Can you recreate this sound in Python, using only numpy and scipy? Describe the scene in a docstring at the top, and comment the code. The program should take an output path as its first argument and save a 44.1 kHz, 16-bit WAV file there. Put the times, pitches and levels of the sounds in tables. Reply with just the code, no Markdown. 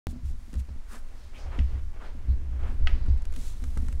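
"""A microphone switches on with a soft pop over quiet room tone, and the hand-held camera starts to
rumble, shudder and bump. Cloth slides close by as someone carries it across a carpeted bedroom:
soft footfalls make the floor boom, the grip ticks, clothing swishes and rustles between the steps.
At 1.6 s a sharp knock rings briefly in the room; a louder, brighter one follows at 2.9 s.
The last second is busy with handling ticks and more steps."""
import sys
import numpy as np
from scipy import signal
from scipy.fft import rfft, irfft
from scipy.io import wavfile

SR = 44100
rng = np.random.default_rng(int(sys.argv[2]) if len(sys.argv) > 2 else 0)


def wav_out(sig):
    """Save sig, one row per channel (or a flat mono array), as 16-bit PCM at SR to the path in sys.argv[1]."""
    wavfile.write(sys.argv[1], SR, np.round(np.clip(np.atleast_2d(sig).T, -1, 1) * 32767).astype(np.int16))


N = 176400
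TIME = np.arange(N) / SR

# the bedroom's quiet air: pitch_hz, density_db
ROOM_TONE_COLOUR = [(25, 4), (45, 3.5), (65, -4.5), (100, -27), (160, -40), (240, -13.5), (320, -32),
                    (500, -32), (1000, -29), (2100, -32), (3000, -38), (6000, -39.5), (9000, -44),
                    (13000, -49.5), (16000, -51)]
# sway of the carried camera: time_s, level_db
SWAY_LEVEL = [(.08, -30), (.19, -37), (.38, -32), (.9, -36), (1.36, -39), (1.5, -28), (2.14, -33),
              (2.28, -24), (2.51, -32), (2.63, -22), (2.74, -26), (2.86, -18), (3.25, -24), (3.6, -26),
              (3.72, -31), (3.92, -25), (4, -29)]
# its deep rumble: pitch_hz, density_db
RUMBLE_COLOUR = [(11, -1), (15, 0), (22, -8), (33, -12), (45, -15), (55, -20), (70, -36)]
# fader ride of the shudder in the grip: time_s, level_db
SHUDDER_LEVEL = [(.08, -35), (.2, -40.5), (.36, -45), (.85, -55), (1.35, -45.5), (1.6, -35.5), (1.92, -40),
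                 (2.05, -47), (2.3, -32), (2.7, -32.5), (3.05, -30.5), (3.26, -38.5), (3.55, -38.5),
                 (4, -30)]
# its low tone: pitch_hz, density_db
SHUDDER_COLOUR = [(40, 1), (58, 4), (72, 6), (85, -17.5), (102, -4.5), (130, -21.5), (165, -24), (205, -22),
                  (245, -24), (290, -27), (400, -33.5), (700, -52.5)]
# the hand bumps the camera: start_s, level_db
BUMPS = [(.072, -37), (.128, -43), (.16, -43.5), (.305, -45.5), (.48, -47), (.532, -40.5), (.76, -49.5),
         (.93, -49.5), (2.15, -46.5), (2.695, -42), (2.955, -42), (3.362, -39.5), (3.622, -41.5),
         (3.83, -45)]
# dull puff of a bump or step: pitch_hz, density_db
THUD_COLOUR = [(50, -18), (110, -4.5), (160, -2.5), (205, -5), (245, 2.5), (320, -28.5), (450, -22),
               (750, -22.5), (1500, -59), (4000, -37)]
# its hollow ring: pitch_hz, level_db, t60_s
HOLLOW_MODES = [(211.7, -5, 0.25), (247.3, -3, 0.22), (293, -5.5, .08)]
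# cloth slides near the microphone: peak_s, level_db, rise_s, fall_s
SLIDES = [(.1, -59, 0.01, 0.021), (.28, -62.5, 0.028, 0.036), (.48, -67, 0.093, 0.15),
          (.599, -56.5, 0.014, 0.0097), (.945, -55, 0.037, 0.033), (1.23, -69.5, 0.35, 0.063),
          (1.39, -66.5, 0.048, 0.027), (1.56, -72.5, .04, .24), (2.05, -71, .03, 0.03),
          (2.68, -69, 0.018, 0.076), (3.46, -53.5, 0.081, 0.048), (3.68, -61.5, .14, 0.12),
          (3.87, -62.5, 0.096, 0.085)]
# their bright hiss: pitch_hz, density_db
SLIDE_COLOUR = [(1000, 0), (2800, 2), (3800, 4), (4700, 2), (7500, 4), (10000, 2), (13000, -4),
                (16000, -6.5)]
# feet load the floor: start_s, boom_db, thud_db
STEPS = [(0.231, -23.5, -52.5), (0.55, -21.5, -38), (0.686, -30.5, -42), (1.446, -31, -65),
         (1.584, -15.5, -34), (1.724, -22.5, -56), (2.282, -16.5, -47), (2.532, -26.5, -71),
         (2.805, -22, -47.5), (3.082, -13.5, -36.5), (3.658, -28, -56), (3.769, -24.5, -39),
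         (3.887, -30, -45.5)]
# the floor's boom: pitch_hz, level_db, decay_s
FLOOR_MODES = [(49.5, -8.5, 0.15), (64.3, 0.5, .16), (95.3, -6.5, 0.093), (115.8, -15, 0.11)]
# small handling ticks: start_s, bright_db, dull_db
TICKS = [(0.53, -50, -54), (0.54, -45, -48.5), (0.555, -54, -48.5), (0.69, -74, -52), (3.061, -55, -43),
         (3.177, -56, -57), (3.221, -50, -67), (3.253, -46, -60), (3.324, -49.5, -45.5), (3.339, -47, -54),
         (3.362, -39.5, -52), (3.639, -42, -45), (3.771, -66, -38), (3.774, -40, -42.5), (3.884, -43, -43),
         (3.926, -45, -48)]
# a tick's bright edge: pitch_hz, density_db
TICK_BRIGHT_COLOUR = [(2000, 6), (4000, -4), (5500, -3), (7300, -0.5), (10000, -5.5), (16000, -18)]
# a tick's dull body: pitch_hz, density_db
TICK_DULL_COLOUR = [(300, 18), (750, 6.5), (1400, 12), (2000, -2.5), (3000, -4.5), (7000, -65)]
# trouser legs and soles brush past: peak_s, level_db, rise_s, fall_s
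SWISHES = [(.94, -50.5, 0.018, 0.025), (1.24, -61, 0.45, 0.053), (1.44, -51.5, 0.081, 0.038),
           (1.545, -49, 0.039, 0.056), (1.755, -52.5, 0.06, 0.042), (1.98, -55, 0.043, 0.049),
           (2.045, -50.5, 0.027, 0.052), (2.22, -60, 0.087, 0.15), (2.675, -48.5, 0.063, 0.033),
           (3.05, -57, 0.57, 0.23), (3.37, -58.5, 0.044, 0.18), (3.82, -60, 0.18, 0.16)]
# their soft, broad tone: pitch_hz, density_db
SWISH_COLOUR = [(200, 7), (400, 8.5), (750, 4.5), (1500, -1), (2200, -3.5), (3200, -9), (5000, -24),
                (9000, -26.5), (16000, -50)]
# fabric zips and soles scuff: peak_s, level_db, rise_s, fall_s, pitch_hz, half_width_octaves
RUSTLES = [(.94, -51.5, 0.031, 0.034, 1300, 0.43), (.945, -71, 0.029, 0.045, 8900, 0.12),
           (1.25, -66.5, 0.08, 0.057, 4170, 0.46), (1.365, -53.5, 0.016, 0.025, 2600, .3),
           (1.405, -60.5, 0.029, 0.047, 5100, 0.29), (1.45, -55.5, 0.019, 0.067, 600, 0.55),
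           (1.539, -48.5, 0.02, 0.039, 860, 0.79), (1.68, -67.5, 0.3, 0.11, 3300, 0.63),
           (2.025, -51, 0.015, .04, 1270, 0.37), (2.06, -65, 0.034, 0.053, 3700, 0.43),
           (2.31, -68, 0.015, 0.028, 4120, 0.13), (2.66, -54, 0.064, 0.056, 1090, 0.57),
           (3.05, -67.5, 0.21, 0.15, 4300, 0.24), (3.46, -64, 0.12, .1, 3900, 0.18),
           (3.48, -60, .06, 0.053, 6800, 0.23)]
# sharp knocks: start_s, level_db, most_excited_hz, rolloff_db_per_octave
KNOCKS = [(1.5891, -38, 2500, 8.5), (2.8712, -27, 2380, 0.7)]
# what the knocks ring with: pitch_hz, level_db, t60_s
KNOCK_MODES = [(725, -6, .02), (1276, -7, .083), (1522, -2, .031), (1717, -15, .09), (1895, 2, .023),
               (2058, 6, .013), (2329, -9, .029), (2591, -5, .056), (2794, 4, .012), (2916, 4, .025),
               (3237, -2, .03), (3599, -6, .012), (4221, -16, .03), (4560, -13, .02)]
# a knock's crack: pitch_hz, density_db
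CRACK_COLOUR = [(4500, 6), (8000, -10.5), (11000, -33), (16000, -30)]
# the room's answer: pitch_hz, density_db
ECHO_COLOUR = [(400, 8), (1300, 3), (2000, 9.5), (2400, 4), (3000, 5), (3900, -4.5), (4600, -4.5),
               (5400, -7.5), (7000, -18), (14000, -26)]

THUD_RISE_S, SNAP_RISE_S = 0.0013, 0.00013


def from_db(db):
    """Decibels to gain."""
    return 10 ** (np.asarray(db) / 20)


def rms_one(x):
    """Scale to unit power."""
    return x / np.sqrt(np.mean(x ** 2) + 1e-20)


def noise(colour):
    """Unit noise of a given colour, falling away steeply past both ends."""
    hz, db = np.transpose(colour)
    f = np.maximum(np.arange(N // 2 + 1) * SR / N, 1)
    gain = from_db(np.interp(np.log(f), np.log(hz), db))
    skirts = (1 + (hz[0] / f / 1.5) ** 4) * (1 + (f / hz[-1] / 1.5) ** 4)
    return rms_one(irfft(rfft(rng.standard_normal(N)) * gain / skirts, N))


def drift(hz):
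    """Smooth random wander of spread 1."""
    f = np.arange(N // 2 + 1) * SR / N
    return rms_one(irfft(rfft(rng.standard_normal(N)) / (1 + (f / hz) ** 2), N))


def ring(push, hz, t60_s):
    """A unit click sets a sine of height 1 ringing."""
    r, w = from_db(-60 / (t60_s * SR)), 2 * np.pi * hz / SR
    return signal.lfilter([0, np.sin(w)], [1, -2 * r * np.cos(w), r * r], push + 1e-18)


def clicks(rows):
    """One impulse for each start_s, level_db."""
    start_s, db = np.transpose(rows)
    return np.bincount((start_s * SR).astype(int), from_db(db), N)[:N]


def bursts(rows, rise_s, t60_s):
    """Envelope of blows: a quick attack, then an even decay."""
    power = 0
    for start_s, db in rows:
        age = np.maximum(TIME - start_s, 0)
        attack = 1 - np.exp(-age / rise_s)
        decay = from_db(db - 60 * np.minimum(age / t60_s, 3))
        power += (attack * decay) ** 2
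    return np.sqrt(power)


def swell(peak_s, db, rise_s, fall_s, squareness=2.1):
    """Gain of one stroke, which grows, holds briefly and fades."""
    from_peak = np.abs(TIME - peak_s) / np.where(TIME < peak_s, rise_s, fall_s)
    return from_db(db) * np.exp(-.5 * np.minimum(from_peak, 6) ** squareness)


def room_tone(level_db=-49.5):
    """A steady, bass-heavy bed of air."""
    return from_db(level_db) * noise(ROOM_TONE_COLOUR)


def camera_rumble():
    """The carried camera rumbles as it sways, and shudders in the grip."""
    sway = noise(RUMBLE_COLOUR) * from_db(np.interp(TIME, *np.transpose(SWAY_LEVEL)))
    shudder = noise(SHUDDER_COLOUR) * from_db(np.interp(TIME, *np.transpose(SHUDDER_LEVEL)))
    return sway + shudder


def thuds(rows, puff_t60_s, puff_db=-1, hollow_db=-1.5):
    """Dull blows of hand or foot: a puff of low noise and a short hollow ring."""
    blow = clicks(rows)
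    hollow = sum(from_db(hollow_db + db) * ring(blow, hz, t60_s) for hz, db, t60_s in HOLLOW_MODES)
    puff = from_db(puff_db) * noise(THUD_COLOUR) * bursts(rows, THUD_RISE_S, puff_t60_s)
    return hollow + puff


def cloth_rub(strokes, colour, grain_db=1.7, grain_hz=150):
    """Rubbing that swells with each stroke, grainy from catching fibres."""
    power = sum(swell(*stroke) ** 2 for stroke in strokes)
    friction = noise(colour) * from_db(grain_db * drift(grain_hz))
    return np.sqrt(power) * rms_one(friction)


def footsteps(contact_s=0.0024, boom_db=1.5):
    """A cushioned push sets the floor booming, together with a dull thud."""
    steps, age = np.array(STEPS), TIME[:SR // 2]
    cushion = age * np.exp(-2 * age / contact_s)
    push = signal.fftconvolve(clicks(steps[:, :2]), cushion / cushion.sum())[:N]
    floor = 0
    for hz, db, decay_s in FLOOR_MODES:
        damping = np.log(1000) * age / decay_s
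        bloom = damping * np.exp(1 - damping)   # builds over a cycle or two, then dies
        floor += from_db(db) * bloom * np.sin(2 * np.pi * hz * age)
    boom = from_db(boom_db) * signal.fftconvolve(push, floor)[:N]
    return boom + thuds(steps[:, [0, 2]], puff_t60_s=0.2)


def handling_ticks():
    """The grip ticks on the camera: a bright edge over a longer, dull body."""
    ticks = np.array(TICKS)
    bright = noise(TICK_BRIGHT_COLOUR) * bursts(ticks[:, :2], SNAP_RISE_S, t60_s=0.019)
    dull = noise(TICK_DULL_COLOUR) * bursts(ticks[:, [0, 2]], SNAP_RISE_S, t60_s=0.036)
    return bright + dull


def rustles():
    """Weave running over weave gives a band of noise for each stroke."""
    out = 0
    for *stroke, hz, octaves in RUSTLES:
        edges_hz = [hz / 2 ** octaves, min(hz * 2 ** octaves, SR / 2 - 1)]
        band = signal.butter(2, edges_hz, "band", fs=SR, output="sos")
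        out += swell(*stroke) * rms_one(signal.sosfilt(band, rng.standard_normal(N)))
    return out


def knocks(crack_db=-13.5, echo_db=-15):
    """Each blow gives a short crack, a ringing body and the room's dying answer."""
    hits, body = np.array(KNOCKS)[:, :2], 0
    for k, (hz, mode_db, t60_s) in enumerate(KNOCK_MODES):
        blow = clicks([(start_s, db + mode_db - rolloff * abs(np.log2(hz / excited_hz)))
                       for start_s, db, excited_hz, rolloff in KNOCKS])
        body += (-1) ** k * ring(blow, hz, t60_s)   # modes alternate in polarity
    crack = from_db(crack_db) * noise(CRACK_COLOUR) * bursts(hits, SNAP_RISE_S, t60_s=0.034)
    echo = from_db(echo_db) * noise(ECHO_COLOUR) * bursts(hits, rise_s=0.005, t60_s=0.39)
    return body + crack + echo


def scene():
    """Steps, clothing, knocks, handling and room tone in one mono mix."""
    mix = footsteps()
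    mix += cloth_rub(SWISHES, SWISH_COLOUR) + cloth_rub(SLIDES, SLIDE_COLOUR) + rustles()
    mix += knocks()
    mix += camera_rumble() + thuds(BUMPS, puff_t60_s=0.23) + handling_ticks()
    return (mix + room_tone())[None]


def record(dry, switch_on_s=0.0696, fade_in_s=0.004, pop_db=-20.5, pop_fall_s=0.014, cutoff_hz=15700):
    """The microphone switches on with a soft pop; the very top is cut."""
    age = np.maximum(TIME - switch_on_s, 0)
    fade_in = 1 - np.exp(-age / fade_in_s)
    pop = from_db(pop_db) * (age > 0) * np.exp(-age / pop_fall_s)
    high_cut = signal.ellip(10, .2, 80, cutoff_hz, fs=SR, output="sos")
    return signal.sosfilt(high_cut, dry * fade_in + pop)


dry = scene()
out = record(dry)
wav_out(out)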